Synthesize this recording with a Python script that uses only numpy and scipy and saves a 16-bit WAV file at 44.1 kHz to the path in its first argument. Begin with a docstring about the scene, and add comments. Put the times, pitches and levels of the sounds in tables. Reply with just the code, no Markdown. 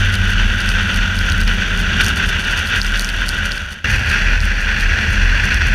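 """On the flank of a car cruising a wet road, close by the open exhaust, with the microphone in a camera case.
The exhaust is a sine at the sinking firing rate plus upper orders; noise through resonances makes the
rush of air and tyres, the wind buffets and the door panel; a wavering sine makes the boom of the mount.
Random grains and hiss are road spray, and short rings with bright splashes are drops on the case.
The first stretch fades and cuts hard to a second one without exhaust and with stronger wind buffeting."""
import sys
import numpy as np
from scipy import signal
from scipy.fft import rfft, irfft
from scipy.io import wavfile

SR = 44100
rng = np.random.default_rng(int(sys.argv[2]) if len(sys.argv) > 2 else 0)


def generate_wav(sig):
    """Save sig (samples, or channels by samples) to the path in sys.argv[1] as 16-bit PCM at SR."""
    pcm = np.round(np.clip(np.atleast_2d(sig).T, -1, 1) * 32767).astype(np.int16)
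    wavfile.write(sys.argv[1], SR, pcm)


N = 253134

# Exhaust strength along the drive: (time [s], firing tone level [dB], reference level of upper orders [dB])
EXHAUST_LEVELS = [(0, -17, -36.5), (0.25, -20.5, -33), (0.6, -24.5, -34.5), (1.25, -23, -32),
                  (1.9, -33.5, -30), (2.38, -29.5, -34), (2.55, -47, -45), (3.2, -49, -43), (3.6, -38, -38)]
# Resonances of the door panel: (centre [Hz], width [Hz], relative level per Hz [dB])
PANEL_MODES = [(200.6, 25.2, -2.5), (229.8, 20, -11.5)]
# Single drops hitting the case: (time [s], relative ring peak [dB], ring pitch [Hz], relative splash level [dB])
DROP_HITS = [(0.1406, -13, 4460, -30), (0.1537, -11.5, 4300, -32), (0.3344, -16, 4300, -40),
             (0.6056, -12.5, 4620, -30.5), (0.6904, -7.5, 4820, -29), (0.944, -14, 4500, -31),
             (1.1896, -10, 4630, -33), (1.2998, -10, 5900, -41), (1.3209, -9.5, 4100, -31),
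             (1.414, -13, 4600, -29), (1.4775, -9.5, 4700, -32), (2.0145, -8, 4510, -27),
             (2.045, -12, 4580, -30), (2.0644, -7, 5880, -25), (2.0842, -16, 5610, -29),
             (2.4495, -15, 4640, -37), (2.672, -15, 4200, -35), (2.816, -2, 4600, -42),
             (2.8314, -16, 5860, -31), (2.8469, -18, 4560, -34), (2.8664, -13.5, 4730, -35),
             (2.959, -15, 4570, -36), (2.995, -6, 4330, -24), (3.021, -15, 4650, -35),
             (3.046, -7.5, 5770, -32), (3.0899, -11, 4610, -31), (3.2906, -4.5, 4600, -23.5),
             (3.5192, -7, 4600, -33), (3.5795, -15, 4550, -38), (4.1016, -13, 4250, -33),
             (4.4044, -12, 4750, -41), (4.4544, -23, 5740, -35), (4.8074, -14, 4530, -34),
             (5.5444, -11, 5600, -29)]


def from_db(db):
    """Decibels to amplitude gain."""
    return 10 ** (np.asarray(db) / 20)


def rms_one(x):
    """Scale to unit power."""
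    return x / np.sqrt(np.mean(x ** 2) + 1e-20)


def in_time(rows):
    """Each column of a (time, values...) table, interpolated at every sample."""
    times, *columns = np.transpose(rows)
    return [np.interp(np.arange(N) / SR, times, column) for column in columns]


def drift(rate):
    """Smooth random wander of spread 1: noise through two equal low-pass poles at rate [Hz]."""
    step = 40  # samples between computed points
    pole = np.exp(-2 * np.pi * step * rate / SR)
    noise = rng.standard_normal(N // step + 2002)
    slow = signal.lfilter([1], [1, -2 * pole, pole * pole], noise)[2000:]  # skip the filter's start
    return np.interp(np.arange(N) / step, np.arange(len(slow)), rms_one(slow))


def swell(centre_s, length_s):
    """A smooth bell-shaped rise and fall of height 1; length at half height."""
    offset = 2 * (np.arange(N) / SR - centre_s) / length_s
    return 1 / 2 ** np.minimum(offset ** 2, 60)


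def swells(rows):
    """Summed gain of (time [s], peak [dB], length [s]) swells."""
    return sum(from_db(peak_db) * swell(s, length_s) for s, peak_db, length_s in rows)


def colour(x, spectrum):
    """Shape a sound by a (frequency [Hz], gain [dB]) spectrum, interpolated on a log frequency axis."""
    hz, db = np.transpose(spectrum)
    bins = np.maximum(np.fft.rfftfreq(N, 1 / SR), 1)
    gain = from_db(np.interp(np.log(bins), np.log(hz), db))
    return irfft(rfft(x) * gain, N)


def band(x, hz, width, order=2):
    """A resonance as a band-pass with gain 1 on top."""
    edges = np.clip([hz - width / 2, hz + width / 2], 10, .45 * SR)
    sos = signal.butter(order, edges, "band", fs=SR, output="sos")
    return signal.sosfilt(sos, x + 1e-18)


def blown(modes):
    """Turbulence, as separate white noise, drives each resonance on its own."""
    return sum(from_db(db) * band(rng.standard_normal(N), hz, width) for hz, width, db in modes)


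def exhaust():
    """Firing tone and upper orders; unequal cylinders give the half orders."""
    # The falling firing rate: (time [s], rate [Hz])
    firing = [(0, 96), (0.25, 94), (0.6, 92.5), (1.25, 90.2), (1.6, 89), (2.25, 86.5), (2.55, 86),
              (3.25, 83.8), (3.84, 83.4)]
    # Upper exhaust orders: (multiple of firing rate, relative level [dB])
    orders = [(1.5, -21), (2, 0), (2.5, -9), (3.5, -21), (4, -27), (4.5, -28), (5.5, -30), (7, -26)]
    # Standing waves of the tailpipe: (centre [Hz], width [Hz], gain added on top [dB])
    pipe_modes = [(390, 17, 17), (496, 16, 13), (585, 14, 18)]
    speed_wobble = .001  # share of the firing rate
    rough_db, uneven_db = 0.6, 1.5  # wander of firing strength, of cylinder balance

    hz, = in_time(firing)
    tone_db, load_db = in_time(EXHAUST_LEVELS)
    phase = 2 * np.pi * np.cumsum(hz * (1 + speed_wobble * drift(20))) / SR
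    out = from_db(tone_db + rough_db * drift(8.7)) * np.sin(phase)
    for multiple, order_db in orders:
        # an order swells as it glides through a standing wave of the pipe
        pipe = 1
        for centre, width, lift_db in pipe_modes:
            detuning = 2 * (multiple * hz - centre) / width
            pipe = pipe + from_db(lift_db) / (1 + detuning ** 2)
        waver_db = rough_db * drift(23.0) if multiple == 2 else uneven_db * drift(2.3)
        tone = np.sin(multiple * phase + rng.uniform(0, 2 * np.pi))
        out += pipe * from_db(load_db + order_db + waver_db) * tone
    return np.sqrt(2) * out  # a sine of amplitude sqrt(2) has unit power


def panel_drone(drone_db=-1.0):
    """The door panel hums harder while the exhaust is under load: noise follows the upper-order level."""
    _, load_db = in_time(EXHAUST_LEVELS)
    return from_db(load_db + drone_db) * rms_one(blown(PANEL_MODES))


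def airflow(case, steady_buffet_db, panel_db, buffet_db=-3.0):
    """The moving air rings the case in gusts, buffets the mount and drums on the door panel."""
    # Steady strength of the air and tyre rush: (time [s], level [dB])
    flow_levels = [(0, -20), (1.0, -18.5), (1.4, -20.2), (2.15, -17.5), (2.7, -19), (3.0, -21.5),
                   (3.45, -20.5), (3.82, -20), (3.86, -19), (4.3, -17.5), (4.5, -20.5), (5.05, -17.5),
                   (5.3, -18), (5.74, -18.5)]
    # Gusts lift the rush and lulls drop it: (time [s], change [dB], length [s])
    gusts = [(0.056, 2.5, .04), (0.426, 3, 0.045), (0.576, -3.5, 0.037), (1.03, 1, 0.019), (1.188, -4, .03),
             (1.275, 2.5, 0.044), (1.449, -5.5, 0.026), (1.497, 2, 0.037), (1.563, -4.5, 0.034),
             (1.623, 4, 0.021), (2.01, 6, 0.021), (2.148, -5.5, 0.029), (2.24, 4, 0.044),
             (2.271, -8.5, .02), (2.423, -5, 0.038), (2.533, 3.5, 0.022), (2.558, -3.5, 0.037),
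             (2.678, -7, 0.017), (2.76, 3.5, 0.11), (2.819, -8.5, 0.045), (2.953, 5.5, 0.024),
             (3.222, 2.5, 0.045), (3.292, -2.5, 0.046), (3.516, 2, 0.014), (3.852, 4, 0.023),
             (3.945, 3.5, 0.029), (4.16, 3.5, 0.077), (4.4, -5.5, 0.034), (4.689, 3.5, 0.026),
             (4.733, -2, 0.015), (5.5, -7, 0.0092), (5.515, 6, 0.034), (5.597, -4.5, 0.024),
             (5.616, 4.5, 0.013), (5.696, 4.5, 0.0078)]
    # Separate wind buffets: (time [s], relative peak [dB], length [s])
    buffets = [(0.22, -26, 0.11), (0.52, -26, 0.2), (1.03, -33, 0.08), (1.32, -22, 0.11),
               (2.05, -22, 0.079), (2.78, -23.5, 0.043), (3.94, -19.5, .17), (4.39, -23, 0.069),
               (5.15, -27, 0.069), (5.42, -31, 0.054), (5.55, -22, 0.076), (5.66, -23, 0.072)]
    # Wind shaking the mount: (centre [Hz], width [Hz], relative level per Hz [dB])
    mount_modes = [(52.3, 14.5, -5.5), (75.9, 18.7, -1), (111.3, 41, -13.5)]

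    flow = from_db(in_time(flow_levels)[0])
    gust_db = sum(change_db * swell(s, length_s) for s, change_db, length_s in gusts)
    drumming = from_db(panel_db) * rms_one(blown(PANEL_MODES))
    buffeting = flow * from_db(steady_buffet_db) + from_db(buffet_db) * swells(buffets)
    return flow * (rush(case, gust_db) + drumming) + buffeting * rms_one(blown(mount_modes))


def rush(case, gust_db, flutter_db=0.93, flutter_rate=24, grit_db=1.45, grit_rate=170, roar_throb=0.6):
    """Air and tyre noise ring the case, throbbing with every eddy; the broad roar throbs less."""
    # Broad tyre and air roar between the resonances: (frequency [Hz], relative level per Hz [dB])
    roar_spectrum = [(100, -14), (260, -18.5), (330, -22.5), (520, -22.5), (720, -24.5), (1000, -23),
                     (1300, -33), (3900, -48), (6600, -41), (7800, -43), (15000, -54.5)]
    eddy_db = gust_db + flutter_db * drift(flutter_rate) + grit_db * drift(grit_rate)
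    ringing = blown(case) * from_db(eddy_db)
    roar = colour(rng.standard_normal(N), roar_spectrum) * from_db(roar_throb * eddy_db)
    return rms_one(ringing + roar)


def shaking(tremble_db=-38.5):
    """The mount trembles all the time and booms with each jolt."""
    # Jolts of the road swell the shaking: (time [s], peak [dB], length [s])
    jolts = [(0.04, -16.5, 0.14), (0.24, -18.5, 0.088), (0.44, -13.5, 0.22), (0.74, -17.5, .15),
             (1.0, -15, 0.1), (1.22, -18, 0.13), (1.46, -14, .19), (1.79, -19, 0.23), (2.02, -21.5, 0.1),
             (2.29, -20.5, 0.14), (2.51, -24, 0.12), (2.92, -18, 0.26), (3.21, -21.5, 0.17),
             (3.5, -24.5, 0.25), (3.96, -19, 0.039), (4.3, -15, 0.21), (4.6, -19, 0.51), (4.87, -15, 0.084),
             (5.26, -12.5, 0.23), (5.57, -23, 0.19), (5.72, -15.5, 0.11)]
    return (from_db(tremble_db) + swells(jolts)) * boom()


def boom(boom_hz=38.35, wander=0.036, swell_db=0.67, wander_rate=16):
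    """The mount's lowest resonance as a sine, unsteady in rate (wander is a share of it) and depth."""
    phase = 2 * np.pi * np.cumsum(boom_hz * (1 + wander * drift(wander_rate))) / SR
    return rms_one(np.sin(phase) * from_db(swell_db * drift(7.9)))


def drops(ring_db=-1.0, splash_db=-7.5, ring_width=1200, burst_s=0.00065):
    """Each drop is a sub-millisecond slap: a short ring of the case wall and a bright splash."""
    # High modes of the case wall that a splash excites: (centre [Hz], width [Hz], relative level [dB])
    wall_modes = [(9650, 2400, 7.5), (12300, 3000, 1)]
    rings, slaps = np.zeros(N), np.zeros(N)
    t = np.arange(1024) / SR
    impulse = 1.0 * (t == 0)
    for s, peak_db, hz, bright_db in DROP_HITS:
        ring = band(impulse, hz, ring_width)
        slap = rms_one(rng.standard_normal(len(t)) * np.exp(-t / burst_s))
        i = round(s * SR)
        rings[i:i + len(t)] += from_db(peak_db + ring_db) * ring / np.abs(ring).max()
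        slaps[i:i + len(t)] += from_db(bright_db + splash_db) * slap
    return rings + sum(from_db(db) * band(slaps, hz, width) for hz, width, db in wall_modes)


def wet_road(spray_db=6.0, patchy_db=1.0, patchy_rate=9):
    """Patchy mist, passing sheets of spray and the fine spray that comes with each drop."""
    # Wetness of the road, heard as steady mist: (time [s], relative level [dB])
    wetness = [(0, -50), (1.6, -48), (2.1, -55), (2.9, -46), (3.2, -48), (3.8, -49), (4.1, -53),
               (4.4, -55.5), (5.74, -56)]
    # Sheets of spray thrown up by the wheel: (time [s], relative peak [dB])
    sheet_peaks = [(0.01, -41), (0.3, -43), (0.96, -44), (1.175, -42), (1.79, -41), (2.075, -43),
                   (2.17, -42), (2.28, -36), (2.405, -40), (2.51, -42), (2.59, -37), (2.68, -43),
                   (2.77, -40), (3.46, -39.5), (3.56, -47), (3.719, -33), (3.91, -42), (3.959, -47),
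                   (4.11, -40), (4.455, -46), (4.62, -49), (4.8, -50), (5.125, -41), (5.45, -41.5),
                   (5.675, -42.5)]
    sheet_s, wake_s = 0.033, 0.048  # length of a sheet, of the fine spray around a drop
    wake_db = -17  # fine spray against the drop's splash level

    mist_db, = in_time(wetness)
    mist = from_db(mist_db + patchy_db * drift(patchy_rate))
    sheets = swells((s, peak_db, sheet_s) for s, peak_db in sheet_peaks)
    wakes = swells((s, splash_db + wake_db, wake_s) for s, _, _, splash_db in DROP_HITS)
    return from_db(spray_db) * (mist + sheets + wakes) * spray()


def spray(per_s=2500, size_db=8.5, clump_db=2.0, mist=0.5):
    """Fine droplets, as random single-sample clicks, swell in clumps together with a hiss of mist."""
    # Hiss of fine spray: (frequency [Hz], relative level per Hz [dB])
    hiss_spectrum = [(2000, 1.5), (3700, -5.5), (4500, 11.5), (5200, 2.5), (6000, 9), (7700, -4.5),
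                     (9200, 2.5), (10700, -5), (11600, -2), (13000, -10.5), (15500, -15)]
    sizes = from_db(size_db * np.minimum(rng.exponential(1, N), 4)) * rng.choice([-1, 1], N)
    droplets = rms_one(sizes * (rng.random(N) < per_s / SR))
    clumped = (droplets + mist * rng.standard_normal(N)) * from_db(clump_db * drift(33))
    return rms_one(colour(clumped, hiss_spectrum))


def scene():
    """Two stretches of road: the first fades out, the second cuts in hard."""
    # Air resonances of the case in each stretch: (centre [Hz], width [Hz], relative level per Hz [dB])
    case_first = [(1523, 235, -4), (1903, 228, -11.5), (2330, 164, -16), (2784, 570, -11.5),
                  (3403, 450, -16.5), (4470, 650, -27), (5890, 880, -27)]
    case_second = [(1576, 283, -5.5), (1876, 290, -10.5), (2280, 190, -16.5), (2627, 490, -11),
                   (3360, 390, -20), (4400, 760, -25), (5790, 840, -27)]
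    cut_s = 3.843
    fade_end_s, fade_s = 3.885, 0.48  # the straight fade would reach silence just after the cut

    t = np.arange(N) / SR
    road = shaking() + wet_road()
    first = airflow(case_first, steady_buffet_db=-6.5, panel_db=-15.5) + road + exhaust() + panel_drone()
    second = airflow(case_second, steady_buffet_db=-3.5, panel_db=-14.0) + road
    fade = np.clip((fade_end_s - t) / fade_s, 0, 1)
    stretches = np.where(t < cut_s, fade * first, second)
    return (stretches + drops())[None]  # the drops stay outside the fade


def record(dry):
    """The microphone signal has its peaks rounded, then its top cut by a steep low-pass."""
    cutoff_hz = 15500
    rounded = dry / (1 + (dry / .85) ** 6) ** (1 / 6)
    return signal.sosfilt(signal.ellip(10, .1, 90, cutoff_hz, fs=SR, output="sos"), rounded)


dry = scene()
out = record(dry)
generate_wav(out)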